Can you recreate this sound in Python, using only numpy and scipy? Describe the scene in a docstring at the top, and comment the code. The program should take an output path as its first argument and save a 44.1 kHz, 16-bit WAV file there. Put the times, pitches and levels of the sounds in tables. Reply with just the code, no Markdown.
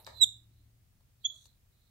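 """Two small monkeys play on a blanket indoors, close to a phone with two microphone ports.
A brief noise dies away over port hiss and a low drone from outside. Snuffles, two mouth clicks and a
knock on a plastic toy, echoed off a near surface, lead into a falling, whistled squeak that rings in
the room and leaves a faint, late echo. The drone fades; a faint knock and a shorter squeak follow,
then fur and a paw brush the blanket, the toy is tapped again and the snuffling trails off."""
import sys
import numpy as np
from scipy import signal
from scipy.fft import rfft, irfft
from scipy.io import wavfile
from scipy.ndimage import uniform_filter1d

SR = 44100
rng = np.random.default_rng(int(sys.argv[2]) if len(sys.argv) > 2 else 0)


def to_wav(sig):
    """Store sig (one row per channel, or 1-D mono) as 16-bit WAV at the path in sys.argv[1].

    Samples outside -1..1 are clipped; the rate is SR.
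    """
    pcm = np.clip(np.atleast_2d(sig), -1, 1) * 32767
    pcm = np.round(pcm).astype(np.int16)
    wavfile.write(sys.argv[1], SR, pcm.T)  # frames by channels


N = 83790
T = np.arange(N) / SR
FREQS = np.fft.rfftfreq(N, 1 / SR)


def amp(db):
    return 10 ** (np.asarray(db) / 20)


def ports(left_db, right_db):
    return amp([[left_db], [right_db]])


def unit_rms(x):
    return x / np.sqrt(np.mean(x ** 2) + 1e-20)


def at_hz(points, hz):
    f, value = np.transpose(points)
    return np.interp(np.log(hz + 1), np.log(f + 1), value)


def envelope(points):
    """Gain over time from rows of seconds and dB, silent outside them."""
    s, db = np.transpose(points)
    return amp(np.interp(T, s, db, left=-200, right=-200))


def add(mix, start, sound):
    part = mix[:, round(start * SR):][:, :sound.shape[1]]
    part += sound[:, :part.shape[1]]


def wander(*windows):
    """Random drift: noise smoothed over each window (in samples) in turn."""
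    drift = rng.standard_normal(N)
    for size in windows:
        drift = uniform_filter1d(drift, size)
    return unit_rms(drift)


def noise_spectra(likeness):
    """Noise spectra for the two ports, from unrelated (0) to identical (1)."""
    left, other = rfft(rng.standard_normal((2, N)))
    likeness = np.clip(likeness, 0, 1)
    return np.array([left, likeness * left + np.sqrt(1 - likeness ** 2) * other])


def bands(table, likeness):
    """Noise in resonances, each with its own level at the two ports."""
    noise, out = noise_spectra(likeness), np.zeros((2, N))
    for centre, width, left_db, right_db in table:
        peak = 1 / (1 + (2 * (FREQS - centre) / width) ** 4)
        out += ports(left_db, right_db) * unit_rms(irfft(peak * noise, N))
    return out


def room(sound, start_s=.012, build_s=.016):
    """Sparse reflections, different at each port, build up and die away, treble first."""
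    # Each row: frequency in Hz, seconds to fall 60 dB.
    decay = [(500, .5), (2000, 0.31), (3800, 0.29), (7500, 0.28), (12000, 0.2)]
    taps = np.zeros((2, SR // 2))
    slots = np.arange(0, SR // 2 - 20, 20)
    arrivals = slots + rng.integers(0, 20, (2, len(slots)))
    np.put_along_axis(taps, arrivals, rng.choice([-1., 1.], arrivals.shape), 1)
    hz, t, spectra = signal.stft(taps, SR, nperseg=256)
    tail = signal.istft(spectra * amp(-60 * t / at_hz(decay, hz)[:, None]), SR, nperseg=256)[1]
    t = np.arange(tail.shape[1]) / SR
    tail *= np.sqrt(np.clip((t - start_s) / build_s, 0, 1))
    return signal.fftconvolve(sound, tail / np.linalg.norm(tail[0]), axes=1)[:, :N]


def port_hiss():
    """Steady microphone hiss over a low rumble that is much alike at both ports."""
    # Each row: frequency in Hz, relative spectral level in dB.
    colour = [(12, -44.5), (20, -8.5), (107, -3.5), (130, -7), (146, -14.5), (198, -18), (328, -27.5),
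              (590, -31.5), (642, -30), (897, -33), (2320, -34), (12800, -37), (16000, -32)]
    # Each row: frequency in Hz, likeness of the ports.
    likeness = [(60, 0.88), (180, 0.87), (550, 0.18), (1650, 0.0), (4970, -0.06), (15000, 0.24)]
    # Each row: frequency in Hz, left over right in dB.
    balance = [(60, 1.7), (180, 1.4), (550, -0.23), (1650, 0.504), (4970, -0.5), (15000, 0.0)]
    tilt_db = at_hz(balance, FREQS) / 2
    noise = noise_spectra(at_hz(likeness, FREQS)) * amp([tilt_db, -tilt_db])
    return amp(-66.5) * unit_rms(irfft(noise * amp(at_hz(colour, FREQS)), N))


def outside_drone():
    """Low wavering tones and a soft roar come in from outside, then fade."""
    # Each row: pitch in Hz, level in dB before the swell.
    tones = [(37, -83), (70, -70), (113, -64.5), (185, -82.5)]
    # Each row: centre and width in Hz, left and right level in dB before the swell.
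    roar = [(270, 170, -82.5, -83)]
    # Each row: time in seconds, gain in dB.
    swell = [(0, -10), (.08, 2.5), (.45, -0.5), (.75, 1), (.85, -15), (1.1, -22)]
    waver_hz, hum = 2., np.zeros(N)
    for hz, db in tones:
        pitch = hz + waver_hz * wander(2500)
        hum += np.sqrt(2) * amp(db) * np.sin(2 * np.pi * np.cumsum(pitch) / SR)
    return envelope(swell) * (hum * ports(.6, -.6) + bands(roar, likeness=.8))


def dying_noise(t60=.27):
    """A broad noise that dies away in the first moments."""
    # Each row: centre and width in Hz, left and right starting level in dB.
    colour = [(700, 640, -63, -63.5), (2000, 2500, -70.5, -71), (12000, 5000, -67.5, -60.5)]
    return amp(-60 * T / t60) * bands(colour, likeness=.5)


def snuffles_echo_and_rustles():
    """Grainy noise: air through a small nose, a squeak's late echo, fur and a paw on the blanket."""
    # Each row: time in seconds, level in dB. 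Of the four airy swells, the second is a faint,
    # late echo of the first squeak; the others are snuffles.
    airy_swells = [
        [(0, -71.5), (.03, -80.5), (.07, -66), (.1, -76), (.17, -62), (.23, -57.5)],
        [(.5, -94), (.6, -85.5), (.68, -92.5)],
        [(1.2, -94), (1.235, -71.5), (1.3, -74), (1.44, -72), (1.47, -73), (1.58, -92)],
        [(1.72, -92.5), (1.77, -86), (1.79, -90.5), (1.82, -84.5), (1.9, -84)],
    ]
    fur_stroke = [(1.29, -104), (1.35, -77), (1.41, -75), (1.465, -71), (1.475, -84.5), (1.52, -101.5)]
    paw_shift = [(1.27, -98), (1.31, -89.5), (1.35, -83), (1.4, -94.5)]
    # Each row: centre and width in Hz, left and right gain in dB.
    airy_bands = [(3967, 750, -8, 7), (7530, 1400, -7, -22.5), (12400, 2500, -11.5, -9)]
    fur_bands = [(6280, 1150, 5.4, -4), (8500, 3500, 3.8, -17)]
    paw_bands = [(626, 130, 3, -2.5), (1230, 440, 0.5, -4)]
    grain = amp(1.5 * wander(300))
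    airy = sum(map(envelope, airy_swells)) * bands(airy_bands, likeness=.6)
    fur = envelope(fur_stroke) * bands(fur_bands, likeness=.3)
    paw = envelope(paw_shift) * bands(paw_bands, likeness=.97)
    return grain * (airy + fur + paw)


def mouth_clicks(cycles=3):
    """Tiny mouth clicks, each a few cycles of a high tone, with a little room."""
    # Each row: start in seconds, peak in dB, pitch in Hz, left over right in dB.
    clicks = [(.0272, -62, 5300, 8), (.0473, -44, 5200, 5)]
    t, direct = np.arange(300) / SR, np.zeros((2, N))
    for start, db, hz, pan_db in clicks:
        age = t * hz / cycles * np.e  # the click peaks at age 1
        click = age * np.exp(1 - age) * np.sin(2 * np.pi * hz * t)
        add(direct, start, amp(db) * ports(pan_db / 2, -pan_db / 2) * click)
    return direct + amp(-7) * room(direct)


def toy_knocks(crack_t60=.025, contact_s=.00015, right_lag_s=.0002):
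    """A knocked plastic toy: a rough contact rings short modes under a bright crack."""
    # Each row: start in seconds, then level, crack gain, left over right and room gain in dB.
    # The second row is the first knock's quick echo off a near surface.
    arrivals = [(.0658, -41.5, -4.5, -3, -3), (.0738, -40.5, -17.5, 10.5, -0.5), (1.007, -68.5, -8, 0, -10),
                (1.4555, -62, 6, 2.5, -12)]
    # Each row: frequency in Hz, relative level in dB, seconds to fall 60 dB.
    modes = [(370, -19, .04), (553, -5, .04), (660, -5, .03), (937, 1.5, 0.023), (1250, -2.5, 0.017),
             (1750, -1.5, 0.017), (2305, -8.5, .015)]
    # Each row: centre and width in Hz, left and right gain in dB.
    crack_bands = [(2980, 1200, -11.5, -19), (4030, 900, -5, 2.5), (4950, 900, -9.5, -12),
                   (7400, 4000, -1.5, -18.5), (12600, 4000, -11.5, -12)]
    t, direct, to_room = np.arange(3000) / SR, np.zeros((2, N)), np.zeros((2, N))
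    age = np.array([t, t - right_lag_s])
    ring = sum((-1) ** k * amp(db - 60 * age / t60) * np.sin(2 * np.pi * hz * age) * (age > 0)
               for k, (hz, db, t60) in enumerate(modes))
    noise = bands(crack_bands, likeness=.6)
    contacts = rng.standard_normal((len(arrivals), 300)) * np.exp(-t[:300] / contact_s)
    for k, (start, db, crack_db, pan_db, room_db) in enumerate(arrivals):
        body = signal.lfilter(contacts[k], 1, ring)
        crack = amp(crack_db - 60 * t / crack_t60) * noise[:, k * len(t):(k + 1) * len(t)]
        clack = body / abs(body).max() + crack
        add(direct, start, amp(db) * ports(pan_db / 2, -pan_db / 2) * clack)
        add(to_room, start, amp(db + room_db) * clack)
    return direct + room(to_room, start_s=.002, build_s=.006)


def squeak(contour, harmonics, rasp_db):
    """A fluttering, airy whistle; overtones bloom with effort and reach each port differently."""
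    # Each row: centre and width in Hz, left and right gain in dB.
    rasp_bands = [(5300, 1500, -41, -43), (10400, 1800, -42.5, -52.5), (13320, 4000, -52.5, -48)]
    # Echoes off near surfaces. Each row: delay in seconds, left and right gain in dB.
    echoes = [(.0031, -14, -25), (.0062, -15.5, -21.5), (.0105, -20.5, -23.5)]
    jitter, flutter_db, edge_s = .0015, .75, .0043
    bloom, roughness = .8, .2  # both count for more with each higher harmonic
    s, hz, db = np.transpose(contour)
    pitch = uniform_filter1d(np.interp(T, s, hz), size=90)
    phase = 2 * np.pi * np.cumsum(pitch * (1 + jitter * wander(80, 80))) / SR
    effort_db = uniform_filter1d(np.interp(T, s, db), size=90) + flutter_db * wander(80, 80)
    gate = np.sin(np.pi / 2 * np.clip(np.minimum(T - s[0], s[-1] - T) / edge_s, 0, 1)) ** 2
    fall = 10 * (1 - pitch / hz[len(hz) // 2])  # in steps of 10% below the middle row's pitch
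    direct = gate * amp(effort_db + rasp_db) * bands(rasp_bands, likeness=.3)
    to_room = amp(-8) * direct
    for k, row in enumerate(harmonics):
        close_db, lead, room_db, fall_db = np.split(np.array(row)[:, None], [2, 3, 5])
        bloom_db = k * bloom * (effort_db - db.max())
        strength = np.sqrt(2) * gate * amp(effort_db + bloom_db + fall_db * fall)
        strength *= 1 + roughness * max(k - 1, 0) * wander(40, 40)  # from the third harmonic up
        direct += strength * amp(close_db) * np.sin((k + 1) * phase + lead * [[1], [0]])
        to_room += strength * amp(room_db) * np.sin((k + 1) * phase)
    out = direct + room(to_room)
    for delay, left_db, right_db in echoes:
        add(out, delay, ports(left_db, right_db) * direct)
    return out


def monkey_squeaks():
    """Two calls close to the phone: the first falls, the shorter second one mostly rises."""
    # One list per squeak. 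Each row: time in seconds, pitch in Hz, effort in dB.
    contours = [
        [(.13, 4400, -80), (.165, 4035, -57), (.197, 4003, -53.5), (.208, 3960, -38), (.216, 3885, -23.5),
         (.226, 3865, -21), (.236, 3705, -20), (.242, 3533, -23.5), (.2465, 3285, -33.5)],
        [(1.238, 3240, -66), (1.246, 3292, -42), (1.252, 3336, -27), (1.260, 3387, -28), (1.267, 3456, -31),
         (1.272, 3360, -27)],
    ]
    # Harmonics 1-4 per squeak. Each row: left and right close gain in dB, left phase lead in radians,
    # left and right room gain in dB, left and right gain in dB per 10% fall in pitch.
    harmonics = [
        [(-11, 7, 0.99, -23, -13.5, 4.5, 1), (-1, -24.5, 0.73, -22, -31.5, 2.5, 9.1),
         (-20.5, -26.5, 1.3, -40.5, -35, 7, 3.3), (-43.5, -40, 1.7, -48, -45, 14, 12)],
        [(-4.5, 3, 5.5, -20, -11.5, 0.83, 0.66), (-4.5, -21, -8.5, -20, -26, 1, 0.84),
         (-74, -47, 10, -63, -71, 1, 0.98), (-50, -36, 4.5, -55.5, -36, 0.91, 0.93)],
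    ]
    rasp_db = [-2, -13.5]
    return sum(map(squeak, contours, harmonics, rasp_db))


def scene():
    monkeys = monkey_squeaks() + toy_knocks() + mouth_clicks() + snuffles_echo_and_rustles()
    return monkeys + port_hiss() + outside_drone() + dying_noise()


def record(dry):
    """The phone cuts off the treble above 15.8 kHz."""
    lowpass = signal.firwin(511, 15800, window=("kaiser", 9), fs=SR)
    return signal.oaconvolve(dry, lowpass[None], "same")


dry = scene()
out = record(dry)
to_wav(out)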